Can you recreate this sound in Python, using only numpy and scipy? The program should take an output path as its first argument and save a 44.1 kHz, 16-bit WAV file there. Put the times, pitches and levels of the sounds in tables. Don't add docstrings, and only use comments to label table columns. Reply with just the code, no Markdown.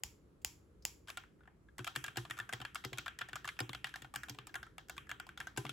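import sys
import numpy as np
from scipy import signal
from scipy.fft import rfft, irfft
from scipy.io import wavfile
from scipy.ndimage import uniform_filter1d

SR = 44100
rng = np.random.default_rng(int(sys.argv[2]) if len(sys.argv) > 2 else 0)


def log_audio(samples):
    frames = np.atleast_2d(samples).T
    limited = np.clip(frames, -1, 1)
    pcm = np.round(limited * 32767).astype(np.int16)
    wavfile.write(sys.argv[1], SR, pcm)


N = 252252


def undb(db):
    return np.exp(np.asarray(db, float) * np.log(10) / 20)


def unit(x, size=250):
    return x / np.sqrt(np.mean(x[..., :size] ** 2, axis=-1, keepdims=True))


def ring(modes, seconds, scatter_db=0, detune=0, blow=np.ones(1)):
    hz, db, t60 = np.transpose(modes)[:, :, None]
    t = np.arange(int(seconds * SR)) / SR
    level_luck, pitch_luck = rng.standard_normal((2, len(modes), 1))
    turn = 2 * np.pi * hz * (1 + detune * pitch_luck)
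    reach = np.abs(np.exp(1j * turn * t[:len(blow)]) @ blow)[:, None]
    fade = undb(db + scatter_db * level_luck - 60 * t / t60)
    return np.sum(fade * np.sin(turn * t) / reach, axis=0)


def rattle(fade_ms, apart, rise_ms=0.78):
    ms = np.arange(900) / SR * 1000
    shape = np.exp(-ms / np.clip(fade_ms, .1, 9)) * np.minimum(ms / rise_ms, 1)
    mid, side = rng.standard_normal((2, len(ms))) * shape
    return np.array([mid + apart * side, mid - apart * side])


def struck(blow, modes, db, scatter_db=2.5, detune=.03):
    top_hz, _, longest_t60 = np.max(modes, axis=0)
    blow = uniform_filter1d(blow, size=max(int(SR / top_hz / 1.7), 1), mode="constant")
    body = ring(modes, np.clip(longest_t60, .021, .08), scatter_db, detune, blow.mean(axis=0))
    return undb(db) * unit(signal.fftconvolve(blow, np.diff(body)[None], axes=1))


def add(out, sound, s, pan_db=0):
    i = int(s * SR)
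    out[:, i:i + sound.shape[-1]] += (sound * undb([[pan_db / 2], [-pan_db / 2]]))[:, :N - i]


def band(x, hz, octaves):
    edges = np.clip(hz * 2 ** (np.array([-octaves, octaves]) / 2), 5, .49 * SR)
    return signal.sosfilt(signal.butter(2, edges, "bandpass", fs=SR, output="sos"), x)


def noise_pair(size, likeness):
    mid, side = rng.standard_normal((2, size)) * np.sqrt(1 + np.clip(likeness, 0, 1) * np.array([[1], [-1]]))
    return np.array([mid + side, mid - side]) / np.sqrt(2)


def wander(per_second):
    hold = int(SR / per_second)
    steps = np.repeat(rng.standard_normal(N // hold + 1), hold)
    return uniform_filter1d(uniform_filter1d(steps, hold), hold)[:N]


def hum():
    # f/Hz, level in each hertz/dB, left-right likeness
    hum_curve = [(30.8, -92, 0.95), (43, -89.5, 0.9), (57.3, -80.5, 0.92), (83.4, -89, 0.97),
                 (135.5, -91.5, 0.92), (182, -89.5, 0.66), (230, -98, 0.9), (265.3, -98, 1),
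                 (312, -92, 0.6), (463, -99, 0.5), (616, -107, 0.1), (786, -112, 0), (1140, -110, 0.1),
                 (2350, -122, 0.15), (5650, -129, 0), (11300, -128, .95), (15280, -142, .95)]
    hz, db, likeness = np.transpose(hum_curve)
    out, swell_db = 0, 1.6 * wander(0.55)
    for f in 25 * 2 ** np.arange(0, 9.5, 1 / 3):
        band_db, alike = (np.interp(np.log(f), np.log(hz), column) for column in (db, likeness))
        flicker_db = 1.5 * wander(8)
        out = out + undb(band_db + swell_db + flicker_db) * band(noise_pair(N, alike), f, 1 / 3)
    return out * np.sqrt(SR / 2)


def finger_snaps():
    # t/s, palm level/dB, finger level/dB, jolt level/dB, pan/dB
    snaps = [(0.0351, -43.5, -36.5, -53, 8.5), (0.4467, -40.5, -33, -54, 8),
             (0.8511, -40.5, -32.5, -71.5, 7.5)]
    # t/s, level/dB
    slips = [(0.417, -70.5), (0.823, -66.5)]
    # f/Hz, relative level/dB, t60/s
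    palm = [(420, -38.5, 0.052), (815, 3.5, 0.015), (2050, -5, 0.0072), (2857, 5.5, 0.0043),
            (3450, 1, 0.0015)]
    finger = [(4090, -15, 0.0019), (5064, 2, 0.007), (6470, 2, 0.0027), (7150, 6.5, 0.0039),
              (9070, -8.5, .003), (9270, -6.5, 0.0015), (13200, 2, 0.00096), (14500, -27.5, 0.0031)]
    desk_under_elbow = [(70.2, 0, 0.077)]
    # f/Hz, width/octaves, gain/dB
    spread = [(801, 0.66, -2), (2690, 0.86, 2.5), (5000, 0.61, -4), (6870, 0.14, -6), (11440, 0.76, -10.5)]
    out, blows = np.zeros((2, N)), np.zeros((len(spread), N))
    for s, palm_db, finger_db, jolt_db, pan_db in snaps:
        slap = .2 * rattle(fade_ms=.6, apart=.3, rise_ms=1.1)
        slap[:, 55] -= 1
        add(out, struck(slap, palm, palm_db, scatter_db=0.59, detune=0), s, pan_db)
        add(out, struck(slap, finger, finger_db, scatter_db=0.74, detune=0), s, .4 * pan_db)
        add(out, undb(jolt_db) * unit(ring(desk_under_elbow, .2), size=900), s + 0.011)
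        blows[:, int(s * SR)] = undb([palm_db] * 2 + [finger_db] * 3)
    for s, db in slips:
        add(out, struck(rattle(fade_ms=9, apart=.25), palm + finger, db), s)
    return out, wall_clicks(blows, spread)


def wall_clicks(blows, spread):
    return sum(band(blow, hz, octaves) * undb(db) * np.sqrt(250 * SR / 2 / hz / octaves)
               for blow, (hz, octaves, db) in zip(blows, spread))


def room(x):
    # f/Hz, weight/dB, t60/s, left-right likeness
    wash = [(700, -38, 0.11, 0.6), (1314, -11.5, 0.29, 0), (2770, -9.5, 0.24, 0.53), (5070, -5, 0.24, 0.39),
            (11000, 1.5, 0.28, 0.96)]
    # delay/s, level/dB
    echoes = [(.005, -37), (0.01, -22), (0.023, -30.5)]
    t = np.arange(int(.7 * SR)) / SR
    tail, afterglow = 0, undb(-24.5 - 60 * t / 0.69)
    for hz, db, t60, likeness in wash:
        noise = band(noise_pair(len(t), likeness), hz, octaves=0.94)
        fade = undb(-60 * t / t60) + afterglow
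        tail = tail + noise * undb(db) * fade / np.sqrt(hz * t60)
    tail = tail * np.minimum(t / 0.002, 1)
    for s, db in echoes:
        tail[:, int(s * SR)] += undb(db)
    return signal.fftconvolve(x[None], tail, axes=1)[:, :N]


def typing():
    # t/s, strength/dB, cap f/Hz, hollowness/dB, depth into the plate/dB, hardness/dB, rattle/ms
    hits = [(1.0727, -54, 1180, -26, -5, -5, 9), (1.0828, -43, 1650, -17, -8, -10, 3.7),
            (1.0905, -46.5, 1150, -10, -7, -4, 9), (1.1011, -40, 1640, -9.5, -5, -5.5, 1.6),
            (1.1715, -36, 1490, -10.5, -5.5, -8, 4.6), (1.2358, -49, 1500, -29, -25, -23, 2.1),
            (1.3917, -66, 1250, -16, -24, -21.5, 2.4), (1.4064, -56.5, 1420, -22, -21, -27, 2.8),
            (1.434, -62, 1425, -13, -12, -24, 2.7), (1.455, -58, 1340, -11, -16, -25, 2),
            (1.4748, -50.5, 1690, -2, -17, -26, 2.6), (1.6858, -55.5, 1580, -33, -18.5, -32.5, 3.3),
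            (1.7814, -42.5, 2120, -5, -10.5, -4.5, 3.3), (1.7906, -39, 1450, -25, -7.5, -12, 2.2),
            (1.8004, -46.5, 1460, -6, -9, -21, 4.7), (1.8447, -44.5, 1560, -7, 1, 1.5, 1.6),
            (1.8676, -38, 1280, -4, -6, -11, 3), (1.8742, -34, 1350, -7, -3.5, -9, 2.6),
            (1.9526, -45, 1750, -10, -2.5, -8, 3.8), (1.96, -30, 1720, -16, -5.5, -6.5, 2.4),
            (2.0402, -37.5, 1680, -28, -3.5, -1.5, 2.6), (2.0453, -36, 1690, -17, -12, -26, 2.3),
            (2.062, -48, 1630, -15, -1, 1, 3.8), (2.0805, -35.5, 1610, -14, -7, -19, 2.5),
            (2.1577, -46, 1570, -2, -5, -14, 7.4), (2.17, -36, 1624, -2, -1.5, -0.5, 5.1),
            (2.1822, -37.5, 1830, -26, -14, -22, 3), (2.2506, -43.5, 1180, -7, -7.5, -16, 3.4),
            (2.2983, -45.5, 1740, -20, -5, -4.5, 5.2), (2.3088, -31.5, 1780, -17, -8, -11, 1.5),
            (2.3689, -48, 1480, -10, -8, -14, 3.5), (2.377, -47.5, 1230, -14, -7, -5, 3.3),
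            (2.3875, -33.5, 1360, -22, -15, -12.5, 3.4), (2.3994, -31, 1760, -15, -11, -18, 2.24),
            (2.491, -34.5, 1560, -14, -17, -15.5, 4.2), (2.526, -37.5, 2140, -2, -4.5, -5, 3.3),
            (2.5334, -34, 1950, -11, -7.5, -6.5, 4.3), (2.6012, -45, 1550, -2, -5, -13, 3),
            (2.6143, -39, 1400, -9, -5.5, -12, 5.5), (2.6499, -33.5, 1590, -18, -8, -16.5, 2.7),
            (2.7463, -46.5, 1460, -30, -12, 3.5, 1.8), (2.7548, -30.5, 1505, -15, -9, -13, 4.3),
            (2.839, -41, 1330, -21, -4, -17, 5.6), (2.848, -38, 2040, -5.5, -5, -2, 3.2),
            (2.9299, -43.5, 1590, 1, 3, -4.5, 3.9), (2.974, -45.5, 1440, -8, -4, -7, 2.1),
            (2.9832, -34.5, 1440, -15, -3, -4.5, 2.2), (2.992, -51.5, 1480, -16, 6.5, -16, 3),
            (3.0597, -38.5, 1350, -22, -8, -13.5, 3.7), (3.0633, -35, 1480, -36, -18, -28, 3.5),
            (3.08, -33.5, 1640, -14, -7, -17, 1.8), (3.1881, -39.5, 1960, -18, -5, -4, 2.5),
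            (3.2099, -35.5, 1790, -32, -12, -21, 5.8), (3.2148, -33, 1400, -12, -8, -21, 3),
            (3.286, -44.5, 1930, -5.5, -15, -9, 3.5), (3.2938, -53.5, 1610, -4, -1, -8, 1.5),
            (3.3308, -34.5, 1470, -20, -9.5, -18.5, 1.7), (3.356, -34.5, 1330, -11, -9.5, -7.5, 3.8),
            (3.3616, -37.5, 1500, -26, -21, -21, 3), (3.444, -36, 1770, -23, -14, -17, 3.5),
            (3.4529, -37, 1195, -23, -14, -11, 3), (3.476, -36.5, 1480, -27, -5, -7, 3.2),
            (3.488, -34, 2090, -24, -5.5, -15, 4.5), (3.567, -61, 1320, -17, 3, -13, 1.6),
            (3.59, -32, 1810, -11, -7.5, -10.5, 2), (3.6029, -35, 1435, -0.5, -1.5, -3, 1.5),
            (3.6923, -39, 1200, -25, -4, -10.5, 2.8), (3.7313, -43.5, 2200, -2, 1.5, -6.5, 1.4),
            (3.7478, -39, 1440, -13, -2.5, -10.5, 2.2), (3.8432, -31, 1896, -10, -4, -12, 2),
            (3.8686, -40, 1700, -31, -15, -12, 4.4), (3.8915, -51, 1760, -23, -8, -7, 2.6),
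            (3.9399, -35.5, 1590, -21, -12.5, -20, 1.1), (3.9576, -40, 1730, -2.5, -6.5, -6.5, 2.6),
            (4.0197, -45, 1820, -15, -5.5, -5, 3.5), (4.0447, -44.5, 1490, -3.5, -10.5, -18, 3.6),
            (4.1389, -37.5, 1180, -3, -15, -9.5, 2.2), (4.1496, -51, 1190, -10, -2, 0.5, 1.9),
            (4.1583, -31.5, 1642, -14, -9, -5, 2.6), (4.233, -35, 1686, -18, -15, -13.5, 3.5),
            (4.284, -46, 1490, 0, -5, -8, 3.5), (4.295, -50.5, 1930, -2, 3, 10, 4),
            (4.346, -63.5, 1490, 8, 6.5, 2, 3), (4.3864, -39, 1180, -10.5, -6, -16, 2),
            (4.4693, -46.5, 1310, -8, -8.5, 0, 4.4), (4.4928, -52, 1610, -6, -10, -21, 2.3),
            (4.5415, -38, 1450, -16, -6, -10, 2.6), (4.5537, -31.5, 1710, -11.5, -13.5, -14, 5),
            (4.629, -38, 1623, -14, -13.5, -15.5, 3.1), (4.6653, -48, 1380, -20, -19, -20, 3.3),
            (4.781, -41.5, 1330, -4, -5.5, -9, 1.8), (4.789, -51, 1620, -20, -17, -26, 4.1),
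            (4.8846, -56, 1550, -10, -7, -1, 1.6), (4.896, -38, 1490, -5.5, -8, -4.5, 3.2),
            (4.9659, -47.5, 1500, -20, -12, -11, 5.4), (4.979, -37, 1156, -35, -4.5, -13.5, 1.9),
            (5.0686, -53, 1730, -20, -24, -17, 3.7), (5.0924, -39.5, 1700, -20, -12, -12, 2.8),
            (5.1016, -40.5, 1750, -22, -10, -16, 4.1), (5.1138, -33, 1610, -14, -7, -13, 2.3),
            (5.1984, -35.5, 1390, -13, -9.5, -13, 2.1), (5.2666, -54, 1170, 5, -6, -2.5, 2.3),
            (5.2902, -40.5, 1570, -24, -11, -17.5, 1.8), (5.3747, -40.5, 1460, -16, -5.5, -11.5, 3.8),
            (5.4015, -35, 1700, -8, -11.5, -10, 3.4), (5.411, -40, 1390, -13, -8, -25, 2.2),
            (5.4699, -35.5, 1620, -13, -18, -13.5, 4.4), (5.5624, -51, 1210, -14, -4, -6, 6.7),
            (5.5733, -34, 1640, -0.5, -7, -1.5, 5.4), (5.6513, -36, 1160, -6, -9, -14.5, 1.7),
            (5.665, -43.5, 2070, -9, -2.5, -14, 1.9), (5.693, -38.5, 1553, -17, -0.5, -6.5, 2.4)]
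    # f/Hz, relative level/dB, t60/s
    case = [(759.6, 28, 0.036), (865, 28.5, 0.014), (1028.4, 16, 0.11)]
    shells = [(1296, -46, 0.11), (1397, 5, 0.086), (1662, 8, 0.034), (1750, 14.5, 0.018), (1990, 3.5, 0.01)]
    plate = [(2321, 22, 0.008), (2773, 11.5, 0.028), (3178, 15, 0.013), (3430, 7.5, 0.033),
             (3755, 3, 0.0093), (4216, -7.5, 0.0092)]
    tick = [(4580, -8.5, 0.0051), (5210, 12.5, 0.0022), (6140, -36.5, 0.0056), (6974, 14, 0.0022),
            (7770, -11, 0.017), (8013, 7, 0.0055)]
    fizz = [(9340, 1.5, 0.0069), (10000, -22, 0.0041), (11400, 11, 0.0013), (11300, -22, 0.01),
            (15800, -49, 0.0054)]
    spring = [(1400, -4, 0.058), (1640, 3.5, 0.067), (3160, 2, 0.16), (3220, -2, 0.18), (4900, -8, 0.09)]
    # f/Hz, width/octaves, gain/dB
    spread = [(737, 0.35, 9), (1580, 0.77, 4), (2810, 0.55, 0.5), (5360, 1.3, -1.5), (11400, 0.87, -4)]
    out, blows = np.zeros((2, N)), np.zeros((len(spread), N))
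    for s, db, cap_hz, hollow_db, depth_db, hard_db, rattle_ms in hits:
        case_db, cap_db, plate_db = db - 7 + hollow_db, db - 10, db - 2.5 + depth_db
        tick_db, fizz_db = db - 5.5 + hard_db, db - 10.5 + hard_db
        pan_db = 1.4 + 0.5 * rng.standard_normal()
        blow = rattle(1.11 * rattle_ms, apart=0.31, rise_ms=1.18)
        crack = rattle(.8 * rattle_ms, apart=.4, rise_ms=1.1)
        cap = [(cap_hz, 0, .03)]
        for modes, part_db in [(case, case_db), (shells, cap_db - 5), (cap, cap_db), (plate, plate_db)]:
            add(out, struck(blow, modes, part_db), s, pan_db)
        for modes, part_db in [(tick, tick_db), (fizz, fizz_db)]:
            add(out, struck(crack, modes, part_db), s, 0.34 * pan_db)
        ping = unit(ring(spring, .2, scatter_db=4, detune=.012))
        add(out, undb(plate_db - 20) * ping, s)
        signs = rng.choice([-1, 1], size=5)
        blows[:, int(s * SR)] = undb([case_db, cap_db, plate_db, tick_db, fizz_db]) * signs
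    no_bass = signal.butter(4, 660, "highpass", fs=SR, output="sos")
    return signal.sosfilt(no_bass, out + long_bar()), signal.sosfilt(no_bass, wall_clicks(blows, spread))


def desk_thumps():
    # t/s, peak level of the board/dB
    thumps = [(1.803, -43), (1.973, -45.5), (2.082, -55.5), (2.183, -39), (2.312, -51), (2.407, -52.5),
              (2.541, -44.5), (2.614, -48.5), (2.862, -42), (2.933, -46), (2.994, -51), (3.227, -54.5),
              (3.339, -52), (3.454, -56), (3.616, -39), (3.702, -45.5), (3.758, -55.5), (3.849, -57.5),
              (4.032, -53.5), (4.17, -52.5), (4.309, -47), (4.393, -52), (4.563, -58.5), (4.98, -58),
              (5.121, -55), (5.405, -57), (5.48, -60), (5.587, -37), (5.658, -43), (5.702, -49)]
    # f/Hz, relative level/dB, t60/s
    board = [(107, -23, 0.17), (123.8, 0.5, 0.19), (135, -10.5, 0.33), (162, -6.5, 0.043)]
    panel = [(232.6, -13, 0.11), (273, -8.5, 0.17), (299, 2, 0.23), (352.4, 4, 0.18), (382, 1.5, 0.18),
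             (462, 6, 0.06), (512, -13, 0.14)]
    out, push = np.zeros((2, N)), np.hanning(int(0.0031 * SR))
    for s, board_db in thumps:
        boom = np.convolve(push, ring(board, .22, scatter_db=4, detune=.03))
        boom *= 1 - np.exp(-np.arange(len(boom)) / SR / 0.0061)
        add(out, undb(board_db) * boom / np.max(np.abs(boom)), s - .004)
        panel_db = -53.5 + 1.19 * (board_db + 45)
        rings = [ring(panel, .2, scatter_db=5, detune=.04) for _ in range(2)]
        mid, side = (unit(np.convolve(push[::4], tones), size=900) for tones in rings)
        add(out, undb(panel_db) * np.array([mid + 0.44 * side, mid - 0.44 * side]), s - .009)
    return out


def long_bar():
    # t/s, level/dB
    landings = [(2.173, -67), (2.849, -50), (3.604, -44.5), (4.296, -47.5), (5.575, -52)]
    # f/Hz, relative level/dB, t60/s
    wire = [(4440, 1, 0.032), (4800, -3, 0.053), (5090, 8, .03)]
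    out = np.zeros((2, N))
    for s, db in landings:
        add(out, struck(rattle(fade_ms=1.5, apart=0.48), wire, db, scatter_db=1.7, detune=.01), s)
    return out


def scene():
    snaps, snaps_at_walls = finger_snaps()
    clacks, clacks_at_walls = typing()
    return snaps + clacks + room(snaps_at_walls + clacks_at_walls) + desk_thumps() + hum()


def record(dry):
    # lower f/Hz, upper f/Hz
    flipped_bands = [(8300, 10010), (12500, 14170)]
    hz = np.arange(N // 2 + 1) * SR / N
    half_turns = sum(np.clip((hz - edge_hz) / 400 + .5, 0, 1) for edge_hz in np.ravel(flipped_bands))
    right = irfft(rfft(dry[1]) * np.exp(-1j * np.pi * half_turns), N)
    bass_cut = signal.butter(4, 42, "highpass", fs=SR, output="sos")
    top_cut = signal.ellip(10, .2, 80, 16500, fs=SR, output="sos")
    return signal.sosfilt(top_cut, signal.sosfilt(bass_cut, np.array([dry[0], right])))


dry = scene()
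out = record(dry)
log_audio(out)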